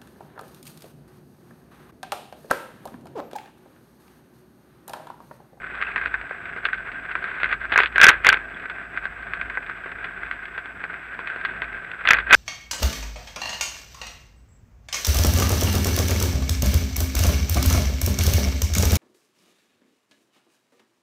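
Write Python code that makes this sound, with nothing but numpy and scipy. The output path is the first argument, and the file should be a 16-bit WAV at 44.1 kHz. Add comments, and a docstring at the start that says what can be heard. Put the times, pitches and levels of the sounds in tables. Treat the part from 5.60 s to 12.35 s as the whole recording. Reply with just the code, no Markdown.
"""A camera mount chatters and knocks on a bicycle riding over paving slabs and two strips of cobbles.
The road shakes the mount, and every contact makes the camera's small plastic housing ring.
Underneath, the frame rumbles and the tyres drone; loose metal parts tinkle and the circuits faintly
hiss and whine. The hardest jolts overload the microphone."""
import sys
import numpy as np
from scipy import signal
from scipy.fft import rfft, irfft
from scipy.io import wavfile

SR = 44100
rng = np.random.default_rng(int(sys.argv[2]) if len(sys.argv) > 2 else 0)


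def inscribe(sig):
    """Save sig as 16-bit PCM at rate SR to the path in sys.argv[1].

    A 1-D sig is mono; a 2-D sig holds one channel per row.
    Samples are clipped to [-1, 1] before scaling.
    """
    pcm = np.round(np.clip(np.atleast_2d(sig).T, -1, 1) * 32767)
    wavfile.write(sys.argv[1], SR, pcm.astype(np.int16))


N = 297715
TIME = np.arange(N) / SR
TAPS = 4096  # filter length in samples
FREQ = np.arange(TAPS // 2 + 1) * SR / TAPS + 1e-3

# the notes at which the plastic housing rings: (pitch [Hz], width [Hz], relative level [dB])
HOUSING_MODES = [(412, 112, -13.5), (710, 330, -16), (1230, 550, -10), (1561.6, 132, 1.5), (1890, 870, -9),
                 (2070, 256, -6), (2490, 213, -7), (2730, 1100, -15.5), (3420, 353, -9.5),
                 (3660, 120, -28.5), (4800, 410, -30.5)]


def mount_chatter(shake_db, ticks_per_s=75):
    """Tyre grain keeps six loose points of the mount ticking; stronger shake makes them brighter."""
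    mode_db = np.array(HOUSING_MODES)[:, 2]
    flutter = undb(2.5 * wander(70))
    body = 0
    for _ in range(6):
        touches = rng.random(N) < ticks_per_s / SR
        strength = undb(1.5 * np.clip(rng.standard_normal(N), -2, 2))
        direction = np.sign(rng.standard_normal(N))
        ticks = unit(touches * direction * strength)
        contacts = (ticks + rng.standard_normal(N)) * flutter
        weights = undb(4 * rng.random(len(HOUSING_MODES)) - 12)
        weights *= undb(3 * (mode_db == mode_db.max()))  # steady rubbing feeds the strongest note most
        body = body + disperse(ring(contacts, housing(weights)), spread_s=.002)
    body = unit(body)
    treble = signal.sosfiltfilt(signal.butter(2, 2600, "high", fs=SR, output="sos"), body)
    hardness_db = .22 * (shake_db - np.median(shake_db)) - 8.3
    return (body + (undb(hardness_db) - 1) * treble) * undb(shake_db + 1.35)


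def mount_knocks(force_db, bounce_s=.0115, bounce_loss_db=11):
    """Joints and stones knock the mount, which bounces once; rough ground adds force and cuts thud."""
    # the big knocks: (time [s], relative peak [dB], relative treble [dB], relative thud [dB])
    jolts = [(0.213, -14.5, -27, -25), (0.223, -10.5, -27, -36), (0.359, -10.5, -31, -26),
             (0.378, -12.5, -39, -31), (0.458, -10, -26.5, -24), (0.54, -9.5, -35.5, -25),
             (0.708, -16.5, -48, -17), (0.962, -19.5, -42, -20), (1.052, -6, -18, -27),
             (1.086, -16, -36.5, -36), (1.13, -8.5, -30, -36), (1.552, -9.5, -34.5, -25),
             (1.64, -13, -31, -33), (1.831, -8, -21, -23), (1.926, -8, -33, -35), (2.052, -16, -35, -31),
             (2.122, -8.5, -17, -19), (2.158, -3, -23, -22), (2.176, -1.5, -26, -26),
             (2.187, -3, -30, -23.5), (2.201, -2.5, -22.5, -23), (2.258, -11, -14, -36),
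             (2.358, -8.5, -23, -23), (2.38, -3, -27, -25), (2.4, -7, -23, -17), (2.413, 1.5, -11, -30),
             (2.431, 3.5, -13, -28), (2.44, 7, -16, -22), (2.466, 1.5, -11, -18), (2.483, 0.5, -27, -24),
             (2.488, 2, -17, -23), (2.503, -4.5, -36, -26), (2.646, -5, -21.5, -33), (2.666, 1, -15, -15.5),
             (2.688, 6, -13, -28), (2.735, -10, -35, -38), (3.097, -18.5, -20.5, -22),
             (3.373, -12.5, -30, -31), (3.453, -11.5, -30, -24.5), (3.734, -12, -26, -38),
             (3.812, -13.5, -25, -29), (3.898, -16.5, -39, -31), (3.972, -10.5, -44, -21.5),
             (4.095, -15.5, -38, -32), (4.259, -20, -32, -16), (4.443, -18.5, -21, -23),
             (4.632, -18, -28, -25), (4.711, -13, -25, -26), (4.977, -14.5, -28.5, -23),
             (5.238, -16.5, -33, -19), (5.59, -17.5, -29, -17), (5.672, -16, -28, -31),
             (5.699, -15.5, -29, -33), (5.759, -18.5, -29, -21), (5.849, -10, -20, -34),
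             (6.018, -11.5, -25, -22.5), (6.452, -10, -31, -25), (6.473, -5, -14, -40),
             (6.487, -6, -15, -20.5), (6.505, 3.5, -21.5, -27), (6.532, -2, -28.5, -24),
             (6.585, -8.5, -25, -26), (6.707, -4.5, -16, -20), (6.726, 0, -17, -20.5), (6.733, 2, -13, -27),
             (6.744, 3, -14, -24)]
    out = np.zeros(N)
    for s, peak_db, treble_db, low_db in jolts:
        extra_db = np.interp(s, TIME, force_db)
        level_db = peak_db + .5 + extra_db
        hardness_db = min(treble_db + 23.5 + extra_db / 2, 8)
        thud_db = low_db + 24 - extra_db
        add(out, s, knock(level_db, hardness_db, thud_db))
        lands_s = s + bounce_s * (1 + .1577 * either_way())
        add(out, lands_s, knock(level_db - bounce_loss_db, hardness_db, thud_db))
    return out


def mount_rattle(shake_db, rough_db, force_db, slab_per_s=8, cobble_per_s=85):
    """Smaller knocks come at random; stronger shake makes them more frequent, louder and harder."""
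    out = np.zeros(N)
    per_s = slab_per_s + (cobble_per_s - slab_per_s) * rough_db / rough_db.max()
    count_so_far = np.cumsum(per_s) / SR
    for k in range(int(count_so_far[-1])):
        i = np.searchsorted(count_so_far, k + rng.random())
        level_db = shake_db[i] + 12 + force_db[i] + 5.5 * either_way()
        add(out, TIME[i], knock(level_db, hardness_db=-4 + .44 * rough_db[i], thud_db=-5))
    return out


def knock(level_db, hardness_db, thud_db, rise_s=.0009, buzz_s=.0062, firm_db=-14):
    """A jolt slaps the mount onto its stop and lets it buzz to rest in quick rebounds."""
    t = np.arange(TAPS) / SR
    # weak knocks do not seat the mount firmly, so it buzzes for longer
    length_s = buzz_s + .0003 * max(firm_db - level_db, 0)
    length_s *= np.exp(.34 * either_way())
    buzz = np.minimum(t / rise_s, 1) * np.exp(-(t / length_s) ** 1.5)
    push = .25 * rng.standard_normal(TAPS) * (rng.random(TAPS) < .15) * buzz
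    push[int(rise_s * SR)] += 1  # the slap itself
    # each contact point favours different notes of the housing
    gain = housing(undb(2 * rng.standard_normal(len(HOUSING_MODES))))
    treble = 1 / (1 + (2600 / FREQ) ** 8) / (1 + (FREQ / 4500) ** 8)
    bass = 1 / (1 + (FREQ / 950) ** 6)
    hit = ring(disperse(push, spread_s=.0013), gain * undb(hardness_db * treble + thud_db * bass))
    attack_level = np.sqrt(np.mean(hit[:int(.008 * SR)] ** 2))
    return hit * undb(level_db - 11) / attack_level


def housing(weights):
    """How strongly the housing rings at each frequency; the plastic soaks up the highest treble."""
    # the tone of soft plastic contacts: (frequency [Hz], gain [dB])
    contact_tone = [(30, -23.5), (120, -2.5), (400, 0), (900, -1.5), (1500, 3), (2500, -0.5), (3100, -7),
                    (4000, -11.5), (4800, -19), (5500, -34.5), (8000, -15.5), (16000, -31.5)]
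    return resonances(HOUSING_MODES, weights) * colour(contact_tone) / np.hypot(1, (FREQ / 5800) ** 4)


def disperse(x, spread_s):
    """Bending waves reach the microphone at different times for each frequency, softening each hit."""
    delay_s = spread_s * np.interp(FREQ / FREQ[-1], np.linspace(0, 1, 64), rng.random(64))
    smear = irfft(np.exp(-2j * np.pi * np.cumsum(delay_s) * SR / TAPS))
    lead = TAPS // 64
    return signal.oaconvolve(x, np.roll(smear, lead)[:TAPS // 2])[lead:lead + len(x)]


def road_shake(climb_s=.02, settle_s=.032):
    """How hard the road shakes the mount, in dB: the grain of the slabs plus swells on the cobbles."""
    # slab grain, one list before and one after the first cobbles: (time [s], shake [dB])
    slabs = [
        [(0.0, -35), (0.384, -32), (0.68, -36), (1.134, -34), (1.316, -37), (1.52, -36)],
        [(2.85, -36), (2.94, -36), (3.39, -37), (4.49, -36), (5.0, -38), (5.88, -34), (6.4, -36)],
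    ]
    # a wheel runs over cobbles: (time [s], shake [dB], time on the stones [s])
    cobbles = [(1.58, -36, .22), (1.815, -28.5, .1), (2.125, -25.5, .115), (2.365, -25, 0.039),
               (2.42, -18, .08), (2.66, -21, .065), (6.48, -23, 0.079), (6.727, -14, .05)]
    power = undb(curve(np.concatenate(slabs))) ** 2
    for s, db, length_s in cobbles:
        # the shake builds as the tyre climbs the stones and dies away behind them
        fade = np.maximum(s - TIME, 0) / climb_s + np.maximum(TIME - s - length_s, 0) / settle_s
        power = power + (undb(db) * np.exp(-fade)) ** 2
    return 10 * np.log10(power)


def frame_rumble(bob_hz=50.7, wander_hz=4.5):
    """The frame and mount bob at their lowest natural note, pushed unevenly by the road."""
    # how strongly the frame sways: (time [s], relative level [dB])
    sway = [(0.0, -55), (0.58, -49.5), (0.75, -62), (1.11, -50), (1.77, -59), (1.82, -48), (2.69, -44),
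            (3.01, -57.5), (3.87, -49), (4.0, -57.5), (4.4, -52), (5.71, -58.5), (6.07, -49), (6.35, -63),
            (6.5, -46), (6.75, -43)]
    level_db = curve(sway) + 2 * wander(12) + 1.5
    pitch_hz = bob_hz + wander_hz * wander(8.3)
    bob = unit(np.sin(2 * np.pi * np.cumsum(pitch_hz) / SR))
    shudder = noise(resonances([(55, 91, 0)]) ** 2)
    return unit(bob + .54 * shudder) * undb(level_db)


def tyre_drone(shake_db):
    """The rolling tyres drone through the frame, louder on rough ground."""
    # the notes at which the frame rings: (pitch [Hz], width [Hz], relative level [dB])
    frame_modes = [(103, 33, -6.5), (172.5, 17, -2.5), (259, 74, -8), (376, 68, -8), (691, 60, -4)]
    drone = noise(resonances(frame_modes) / np.hypot(1, (FREQ / 900) ** 3))
    level_db = -49 + .26 * (shake_db - np.median(shake_db)) + 2.5 * wander(25)
    return drone * undb(level_db)


def metal_tinks(ring_s=.02, rise_s=.001):
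    """Each loose metal part rings briefly on one note, fading by 60 dB in ring_s."""
    # small loose parts on the bicycle: (time [s], pitch [Hz], relative level [dB])
    tinks = [(0.268, 2620, -18.5), (1.051, 4130, -26), (2.945, 3366, -33)]
    out = 0
    for s, hz, db in tinks:
        t = np.maximum(TIME - s, 0)
        envelope = (1 - np.exp(-t / rise_s)) * np.exp(-np.log(1000) * t / ring_s)
        out = out + undb(db) * envelope * np.sin(2 * np.pi * hz * t)
    return out


def electronics(hiss_db=-74, readout_hz=59.94):
    """Faint hiss, and thin whines from the camera's circuits that restart with each sensor readout."""
    # the microphone's own noise: (frequency [Hz], relative level [dB])
    hiss_tone = [(30, -14.5), (5000, 7.5), (7300, 3.5), (9000, 5), (15000, 2), (16000, -26)]
    # the whines of the circuits: (pitch [Hz], level [dB])
    whine_tones = [(4910, -83), (7880, -73), (10810, -92)]
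    since_readout = TIME % (1 / readout_hz)
    whines = sum(undb(db) * unit(np.sin(2 * np.pi * hz * since_readout)) for hz, db in whine_tones)
    return noise(colour(hiss_tone)) * undb(hiss_db) + whines


def resonances(modes, weights=1):
    """Gain at each frequency of a body that rings at (pitch [Hz], width [Hz], level [dB]) notes."""
    hz, width, db = np.transpose(modes)
    detune = (FREQ[:, None] ** 2 - hz ** 2) / (FREQ[:, None] * width)
    return np.sqrt(np.sum((undb(db) * weights) ** 2 / (1 + detune ** 2), axis=1))


def colour(points):
    """Gain at each frequency, joining (frequency [Hz], level [dB]) points."""
    hz, db = np.transpose(points)
    return undb(np.interp(np.log(FREQ), np.log(hz), db))


def ring(x, gain):
    """Filter x by this gain so that the ringing follows each push and never comes before it."""
    cepstrum = irfft(np.log(gain + 1e-9))
    cepstrum[1:TAPS // 2] *= 2
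    cepstrum[TAPS // 2 + 1:] = 0
    return signal.oaconvolve(x, irfft(np.exp(rfft(cepstrum))))[:len(x)]


def noise(gain):
    """Steady noise whose tone follows this gain at each frequency."""
    return unit(ring(rng.standard_normal(N), gain))


def wander(per_s):
    """Drift to a new random value per_s times a second."""
    return np.interp(TIME * per_s, np.arange(4096), rng.standard_normal(4096))


def either_way():
    """A random number between -1 and 1."""
    return rng.uniform(-1, 1)


def curve(rows):
    """Join (time [s], level [dB]) rows by straight lines."""
    return np.interp(TIME, *np.transpose(rows))


def undb(db):
    """Turn decibels into a gain."""
    return 10 ** (np.asarray(db) / 20)


def unit(x):
    """Scale to an average (rms) level of 1."""
    return x / np.sqrt(np.mean(x ** 2))


def add(out, s, sound):
    """Mix a sound in at time s."""
    start = int(np.clip(s * SR, 0, N))
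    out[start:start + len(sound)] += sound[:N - start]


def scene():
    """Everything reaches the microphone through the camera body."""
    shake_db = road_shake()
    rough_db = np.maximum(shake_db - np.median(shake_db), 0)  # shake beyond that of plain slabs
    force_db = .16 * rough_db  # rough ground makes every knock stronger
    background = frame_rumble() + tyre_drone(shake_db) + metal_tinks() + electronics()
    mount = mount_chatter(shake_db) + mount_knocks(force_db) + mount_rattle(shake_db, rough_db, force_db)
    return (mount + background)[None]


def record(dry, ceiling=.84, top_hz=15400):
    """The converter clips loud peaks, folding harsh overtones back into the treble; the top is cut."""
    up, down = 320, 441  # it samples at 32 kHz
    clipped = np.clip(signal.resample_poly(dry, up, down, axis=1), -ceiling, ceiling)
    sound = signal.resample_poly(clipped, down, up, axis=1)[:, :N]
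    return signal.sosfilt(signal.ellip(8, .2, 70, top_hz, fs=SR, output="sos"), sound)


dry = scene()
out = record(dry)
inscribe(out)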